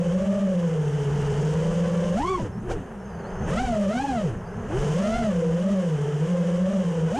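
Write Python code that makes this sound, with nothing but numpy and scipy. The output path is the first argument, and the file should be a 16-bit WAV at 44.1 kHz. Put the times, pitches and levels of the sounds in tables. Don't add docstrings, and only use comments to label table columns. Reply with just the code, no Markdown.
import sys
import numpy as np
from scipy.fft import rfft, irfft, next_fast_len
from scipy.io import wavfile
from scipy.ndimage import uniform_filter1d, minimum_filter1d, map_coordinates

SR = 44100
rng = np.random.default_rng(int(sys.argv[2]) if len(sys.argv) > 2 else 0)


def master(y):
    cut = np.clip(np.atleast_2d(y).T, -1, 1)
    pcm = np.round(cut * 32767)
    wavfile.write(sys.argv[1], SR, pcm.astype(np.int16))


N = 317079

# frequency_hz, level_db_per_hz
FLOOR_SPECTRUM = [(1000, -0.5), (4000, -0.5), (7000, 0.5), (10000, 0), (12000, -8), (14000, -21),
                  (15500, -36)]
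# frequency_hz, level_db_per_hz
ANTIPHASE_SPECTRUM = [(150, -46), (260, -23.5), (340, -15), (385, 2.5), (440, -15), (560, -27), (720, -24),
                      (820, -6), (920, -38), (1900, -34.5), (2300, -24), (2800, -29), (5000, -49)]
# time_s, level_db
ANTIPHASE_LEVEL = [(0, -50), (1.15, -49), (1.4, -79), (2.1, -61), (2.9, -58), (4.7, -69.5), (5.5, -92)]
# time_s, level_db
WIND = [(0, -40.5), (.75, -42.5), (1.3, -34), (1.55, -37.5), (2.7, -38.5), (3, -44), (3.55, -34.5),
        (3.95, -37.5), (5.25, -37), (5.8, -45.5), (6.5, -44.5), (7.19, -41)]
# centre_s, half_length_s, level_db
GUSTS = [(1.72, 0.083, -42), (2.205, 0.045, -35), (2.343, 0.033, -35), (2.428, 0.042, -36),
         (2.72, 0.07, -33), (3.342, .04, -39), (3.594, 0.13, -31), (4.798, 0.069, -34), (5.16, 0.077, -34)]
# frequency_hz, level_db_per_hz
RUMBLE_SPECTRUM = [(10, -6), (20, 5.5), (32, 1), (48, 3), (70, -3.5), (130, -23), (400, -76)]
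# frequency_hz, level_db_per_hz
BUFFET_SPECTRUM = [(35, -27), (60, 4), (85, 0.5), (125, 1), (200, 4), (280, -19.5), (400, -18.5),
                   (900, -72)]
# frequency_hz, level_db_per_hz
WASH_SPECTRUM = [(120, -26), (220, -21), (290, -12), (400, 8), (560, 0), (800, -1), (1100, -6), (1700, -7),
                 (2300, -17.5), (3000, -14), (3700, -30), (6000, -49), (12000, -79)]
# frequency_hz, level_db_per_hz
TEARING_SPECTRUM = [(2500, -25), (3900, 0), (4700, 5), (6000, 1.5), (8000, -10), (11000, -28)]
# frequency_hz, level_db_per_hz
HISS_SPECTRUM = [(900, -38.5), (2000, 4.5), (2500, 0), (3050, 11), (3500, -1), (4100, -10), (5300, 0),
                 (6500, 4), (7600, -1.5), (9200, -5.5), (11000, -17.5), (13000, -25), (15500, -37)]
# frequency_hz, correlation_ratio
EAR_LIKENESS = [(2000, 1), (5000, 1), (8000, 1), (12000, 0.99)]
# frequency_hz, level_db
PORT_DIFFERENCE = [(60, -52), (110, -63), (200, -70), (380, -54), (700, -63), (1290, -54.5), (2380, -36),
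                   (4400, -33), (8120, -1), (15000, -3)]
# frequency_hz, gain_db
CASE_RESPONSE = [(3500, -2), (4500, -6), (5100, -1), (5800, -4), (6500, 2), (7100, -8), (8300, -2),
                 (9500, -4), (11000, -11), (12000, -18), (15000, -43)]
# name, trim_share_of_shaft_speed, imbalance_db, blade_tone_db, overtones_db, whine_db
MOTORS = [("a", 0, -2.1, -0.21, -1.8, -2.6), ("b", -.075, -17.5, -4.5, -11.5, -6),
          ("c", .05, -13.5, -7, -7.5, -10), ("d", .115, -10, -9.5, -8.5, -9)]
# multiple_of_shaft_speed, level_db
SHAFT_ORDERS = [(2, -15.5), (4, -24), (5, -33.5)]
# multiple_of_shaft_speed, level_db
BLADE_ORDERS = [(6, -18.5), (9, -25), (12, -32), (15, -34.5), (18, -37), (21, -41), (24, -47)]
# time_s, shaft_speed_hz
THROTTLE = [(0, 170), (.1, 173), (.22, 192), (.42, 199), (.62, 170), (.82, 149), (1.12, 144), (1.4, 147),
            (1.55, 159), (1.76, 170), (2.145, 173), (2.25, 347), (2.305, 382), (2.335, 374), (2.379, 350),
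            (2.394, 268), (2.408, 168), (2.43, 115), (2.475, 100), (2.51, 64), (2.58, 64), (2.68, 85),
            (2.72, 110), (2.77, 106), (2.82, 88), (2.97, 68), (3.1, 61), (3.18, 58), (3.35, 60), (3.41, 66),
            (3.47, 86), (3.605, 256), (3.65, 252), (3.79, 203), (3.88, 192), (4.02, 277), (4.075, 284),
            (4.22, 198), (4.3, 115), (4.39, 70), (4.48, 63), (4.68, 80), (4.8, 143), (4.93, 150), (5, 190),
            (5.18, 238), (5.25, 220), (5.34, 170), (5.55, 165), (5.71, 204), (5.97, 146), (6.19, 146),
            (6.3, 172), (6.62, 178), (6.74, 202), (6.88, 166), (7.11, 159), (7.19, 302)]
# shaft_speed_hz, hum_db, blade_db, wash_db, tip_hiss_db, trim_share
LEVELS_BY_SPEED = [(59.6, -60, -40.5, -40, -70, .6), (85.13, -48, -42, -41, -64, .6),
                   (114.2, -33.5, -35, -38.5, -58, .8), (149.8, -25, -32, -39.5, -51.5, .75),
                   (195.2, -23, -29.5, -41, -50.5, .62), (239.6, -31.5, -29.5, -42, -49, .4),
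                   (368.7, -28.5, -27.5, -44, -48.5, .33)]
# time_s, roughness_db
TURBULENCE = [(0, -1), (.85, -1.55), (1.25, 3.5), (2.13, 1.5), (2.37, -2.5), (2.46, -.5), (2.53, -5),
              (2.68, -4), (2.717, 7), (2.745, -2), (2.97, -4), (3.48, 8), (3.6, 3.5), (3.86, 1),
              (4.44, -0.17), (4.79, 7), (5.24, 3), (5.35, -0.11), (6.19, -0.2), (7.19, 0)]
# motor_name, centre_s, half_length_s, extra_shaft_speed_hz, extra_blades_and_whine_db
NUDGES = [("d", 0.298, 0.2, 2, 4.9), ("d", 1.97, .3, 8, 4.4), ("b", 1.97, .3, -3, 0.82),
          ("d", 2.417, .02, 140, 2.1), ("d", 2.455, .035, 45, 1.5), ("c", 2.44, .04, 50, 1),
          ("a", 2.66, .04, 40, 3.5), ("d", 2.72, .024, 138, 4.3), ("b", 2.712, .02, 95, 0),
          ("c", 2.742, .028, 48, 8.7), ("a", 2.92, 0.099, 0, -5), ("a", 3.14, 0.051, 0.99, 2.5),
          ("a", 3.245, .035, -11, 1), ("a", 3.34, 0.0601, 1.5, 4.9), ("c", 3.21, .075, 11, 5),
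          ("d", 3.25, .1, 17, 3.1), ("d", 3.53, .05, 25, 5.7), ("a", 4.44, 0.069, 0, -5),
          ("a", 4.75, 0.066, 0, 4), ("d", 4.83, .04, 14, 3), ("c", 4.92, .05, 12, 2.4),
          ("d", 5.04, 0.0497, 5.98, 2.6), ("a", 5.15, 0.1185, -3, 1), ("b", 5.47, 0.1404, 2.005, 9.8)]

HOVER_HZ = 175
HARD_SURGE_HZ_PER_S, HARD_BRAKE_HZ_PER_S, JOLT_HZ_PER_S = 3300, 2400, 600
ROUGH_BLADES, ROUGH_WASH, ROUGH_TIPS, ROUGH_WHINE, ROUGH_STEERING = 0.23, 0.68, 0.97, .5, .63
ROUGH_TEARING, ROUGH_RING, ROUGH_OVERTONES = 1, 1.1, .85
SURGE_TIPS_DB, SURGE_WASH_DB, SURGE_OVERTONES_DB = 3.5, 2.5, 7
BRAKE_HUM_DB, BRAKE_BLADES_DB, BRAKE_EDGE_DB = -3, -6.5, -5.5
BRAKE_SCREAM_DB = 1
JOLT_HUM_DB, JOLT_BUFFET_DB = 16, 10
CHANGE_SPREAD, JOLT_SPREAD = .4, 1.5
HUNT_HZ, HUNT_RATE = 1.8, 14
WHINE_DB, WHINE_TORQUE_DB, WHINE_FLUTTER_DB = -66.5, 5.5, 3
WHINE_FADE_HZ, WHINE_FADE_DB_PER_HZ = 128, 2
RUMBLE_UNDER_WIND_DB, TEARING_RE_TIPS_DB, RING_DB = -9.5, -14, -71
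TOP_HZ = 15400


def amp(db):
    return 10 ** (np.asarray(db) / 20)


def unit(x):
    return x / np.sqrt(np.mean(x ** 2) + 1e-20)


def along(points, hz):
    frequency, value = np.transpose(points)
    return np.interp(np.log(hz + 1), np.log(frequency + 1), value)


def curves(rows):
    s, *columns = np.transpose(rows)
    return [np.interp(np.arange(N) / SR, s, column) for column in columns]


def pulse(centre_s, half_s):
    t = np.arange(N) / SR
    return np.exp(-((t - centre_s) / half_s) ** 2)


def wobble(rate):
    knots = rng.standard_normal(int(N * rate / SR) + 4)
    return map_coordinates(knots, [np.arange(N) * rate / SR])


def filtered(x, response):
    size = next_fast_len(N + 8192)
    spectrum = rfft(x, size) * response(np.fft.rfftfreq(size, 1 / SR))
    return irfft(spectrum, size)[..., :N]


def noise(spectrum):
    return unit(filtered(rng.standard_normal(N), lambda hz: amp(along(spectrum, hz))))


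def by_speed(speed):
    hz, *columns = np.transpose(LEVELS_BY_SPEED)
    return [np.interp(speed, hz, column) for column in columns]


def effort(speed):
    rate = np.gradient(speed) * SR
    surge = np.tanh(np.maximum(rate, 0) / HARD_SURGE_HZ_PER_S)
    brake = np.clip(-rate / HARD_BRAKE_HZ_PER_S, 0, 1) ** 2
    jolt = np.tanh(np.abs(rate) / JOLT_HZ_PER_S)
    return surge, brake, jolt


def steady_hiss():
    return amp(-68.0) * noise(FLOOR_SPECTRUM)


def antiphase_noise():
    level_db, = curves(ANTIPHASE_LEVEL)
    side = amp(level_db) * noise(ANTIPHASE_SPECTRUM)
    return np.array([side, -side])


def airflow(load, wash_db, rocking):
    wind_db, = curves(WIND)
    gusts = sum(amp(db) * pulse(s, half) for s, half, db in GUSTS)
    rumble_gain = np.hypot(amp(wind_db + RUMBLE_UNDER_WIND_DB), gusts)
    rumble = rumble_gain * amp(1.2 * wobble(8.8)) * noise(RUMBLE_SPECTRUM)
    buffet = amp(wind_db + JOLT_BUFFET_DB * rocking + 2.5 * wobble(14)) * noise(BUFFET_SPECTRUM)

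    bright = noise(WASH_SPECTRUM)
    dull = filtered(bright, lambda hz: 1 / np.sqrt(1 + (hz / 1900) ** 4))
    idling = np.clip(-.7 * load, 0, 1)
    wash = amp(wash_db + 0.93 * wobble(60)) * (bright + idling * (dull - bright))
    return rumble + buffet + wash


def torn_flow(tips_db, rough_db):
    rough_gain_db = (ROUGH_TIPS + ROUGH_TEARING) * np.minimum(rough_db, 4)
    return amp(tips_db + TEARING_RE_TIPS_DB + rough_gain_db) * noise(TEARING_SPECTRUM)


def tip_hiss(angles, chop):
    pulsing = unit(np.exp(chop * sum(np.cos(3 * angle) for angle in angles)))
    turn = lambda hz: np.arccos(np.clip(along(EAR_LIKENESS, hz), -1, 1)) / 2
    mid = filtered(noise(HISS_SPECTRUM), lambda hz: np.cos(turn(hz)))
    side = filtered(noise(HISS_SPECTRUM), lambda hz: np.sin(turn(hz)))
    return pulsing * np.array([mid + side, mid - side])


def case_ring(ring_hz, width_hz):
    resonance = lambda hz: 1 / (1 + ((hz - ring_hz) / width_hz) ** 2)
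    return unit(filtered(rng.standard_normal(N), resonance)) * amp(2.1 * wobble(11.0))


def whine(angles, speeds, extra_db, blur_hz):
    voices = 0
    for (*_, motor_db), angle, speed, extra in zip(MOTORS, angles, speeds, extra_db):
        torque = np.tanh(np.maximum(np.gradient(speed) * SR, 0) / JOLT_HZ_PER_S)
        fade_db = WHINE_FADE_DB_PER_HZ * np.maximum(speed - WHINE_FADE_HZ, 0)
        level_db = WHINE_DB + motor_db + extra + WHINE_TORQUE_DB * torque - fade_db
        blur = 2 * np.pi * np.cumsum(blur_hz * wobble(900)) / SR
        flutter = amp(WHINE_FLUTTER_DB * (wobble(45) + wobble(11)))
        voices = voices + amp(level_db) * np.sin(84 * angle + blur) * flutter
    return filtered(voices, lambda hz: amp(along(CASE_RESPONSE, hz)))


def nudged(name):
    return sum(np.outer([hz, db], pulse(s, half))
               for motor, s, half, hz, db in NUDGES if motor == name)


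def motor_speeds(speed, steering, extra_hz, drift_hz, drift_rate):
    return [speed + steering * (trim * speed + drift_hz * wobble(drift_rate)) + extra
            for (_, trim, *_), extra in zip(MOTORS, extra_hz)]


def shaft_angle(speed, jitter_hz, jitter_rate):
    drive = np.minimum(speed / HOVER_HZ, 1) ** 2
    jitter = drive * jitter_hz * wobble(jitter_rate)
    hunting = (1 - drive) ** 2 * HUNT_HZ * wobble(HUNT_RATE)
    return 2 * np.pi * (np.cumsum(speed + jitter + hunting) / SR + rng.random())


def hum(angles):
    return unit(sum(amp(db + 0.33 * wobble(45)) * np.sin(angle)
                    for angle, (_, _, db, *_) in zip(angles, MOTORS)))


def partials(angle, orders, flutter_db):
    tones = sum(amp(db) * np.sin(order * angle + 2 * np.pi * rng.random()) for order, db in orders)
    return tones * amp(flutter_db * wobble(45))


def blades(motor, angle, speed, rough_db, bite_db, scream_db):
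    *_, tone_db, overtone_db, _ = motor
    load = np.log2(speed / HOVER_HZ)
    surge, brake, _ = effort(speed)
    bite = bite_db * np.clip(load, 0, .45)
    bite = bite + ROUGH_OVERTONES * rough_db + SURGE_OVERTONES_DB * surge * np.clip(1 - load, 0, 1)
    scream = scream_db * np.maximum(load - .25, 0) + BRAKE_SCREAM_DB * brake
    lowest_order = BLADE_ORDERS[0][0]
    overtones = [(order, db + bite + scream * np.log2(order / lowest_order)) for order, db in BLADE_ORDERS]

    tone = partials(angle, [(3, 0)], flutter_db=2)
    tone = tone + partials(angle, SHAFT_ORDERS, flutter_db=1.0)
    edge = partials(angle, overtones, flutter_db=4.0)
    tone_gain = amp(tone_db + BRAKE_BLADES_DB * brake)
    edge_gain = amp(overtone_db + BRAKE_EDGE_DB * brake)
    return amp(by_speed(speed)[1]) * (tone_gain * tone + edge_gain * edge)


def ports(x):
    side = filtered(x, lambda hz: 1j * amp(along(PORT_DIFFERENCE, hz)))
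    return np.array([x + side, x - side])


def scene():
    speed = uniform_filter1d(curves(THROTTLE)[0], size=1000, mode="nearest")
    rough_db, = curves(TURBULENCE)
    hum_db, *_, spread = by_speed(speed)
    hum_db = uniform_filter1d(hum_db, size=4000, mode="nearest")
    surge, brake, jolt = effort(speed)
    rocking = jolt * np.maximum(1 - speed / HOVER_HZ, 0)
    load = np.log2(speed / HOVER_HZ)

    steering = spread * amp(ROUGH_STEERING * rough_db)
    steering = steering + CHANGE_SPREAD * (surge + brake) + JOLT_SPREAD * rocking
    extra_hz, extra_db = zip(*[nudged(name) for name, *_ in MOTORS])
    speeds = motor_speeds(speed, steering, extra_hz, drift_hz=2.8, drift_rate=9)
    angles = [shaft_angle(v, jitter_hz=1.712, jitter_rate=55) for v in speeds]
    _, _, wash_db, tips_db, _ = by_speed(np.mean(speeds, axis=0))

    floor = steady_hiss()
    air = airflow(load, wash_db + ROUGH_WASH * rough_db + SURGE_WASH_DB * surge, rocking)
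    tearing = torn_flow(tips_db, rough_db)
    tips_gain = amp(tips_db + ROUGH_TIPS * rough_db + SURGE_TIPS_DB * surge + 0.61 * wobble(30))
    tips = tips_gain * tip_hiss(angles, chop=0.19)
    ring = amp(RING_DB + ROUGH_RING * np.maximum(rough_db, 0)) * case_ring(ring_hz=6380, width_hz=100)
    motors = amp(ROUGH_WHINE * rough_db) * whine(angles, speeds, extra_db, blur_hz=89) + ring
    frame_hum = amp(hum_db + BRAKE_HUM_DB * brake + JOLT_HUM_DB * rocking) * hum(angles)
    chopping = sum(
        amp(db + ROUGH_BLADES * rough_db) * blades(motor, angle, v, rough_db, bite_db=8.0, scream_db=0.5)
        for motor, angle, v, db in zip(MOTORS, angles, speeds, extra_db))
    through_ports = ports(floor + air + tearing + motors + frame_hum + chopping)
    return through_ports + tips + antiphase_noise()


def limiter(x, knee_db, hold_s):
    size = max(int(hold_s * SR), 2)
    peak = np.abs(x).max(axis=0) + 1e-9
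    needed = np.minimum(1, amp(knee_db) / peak) ** (1 - 1 / 5)
    return x * uniform_filter1d(minimum_filter1d(needed, size), size)


def record(dry):
    limited = limiter(dry * amp(1.0), knee_db=-17.0, hold_s=0.0074)
    return filtered(limited, lambda hz: hz < TOP_HZ)


dry = scene()
out = record(dry)
master(out)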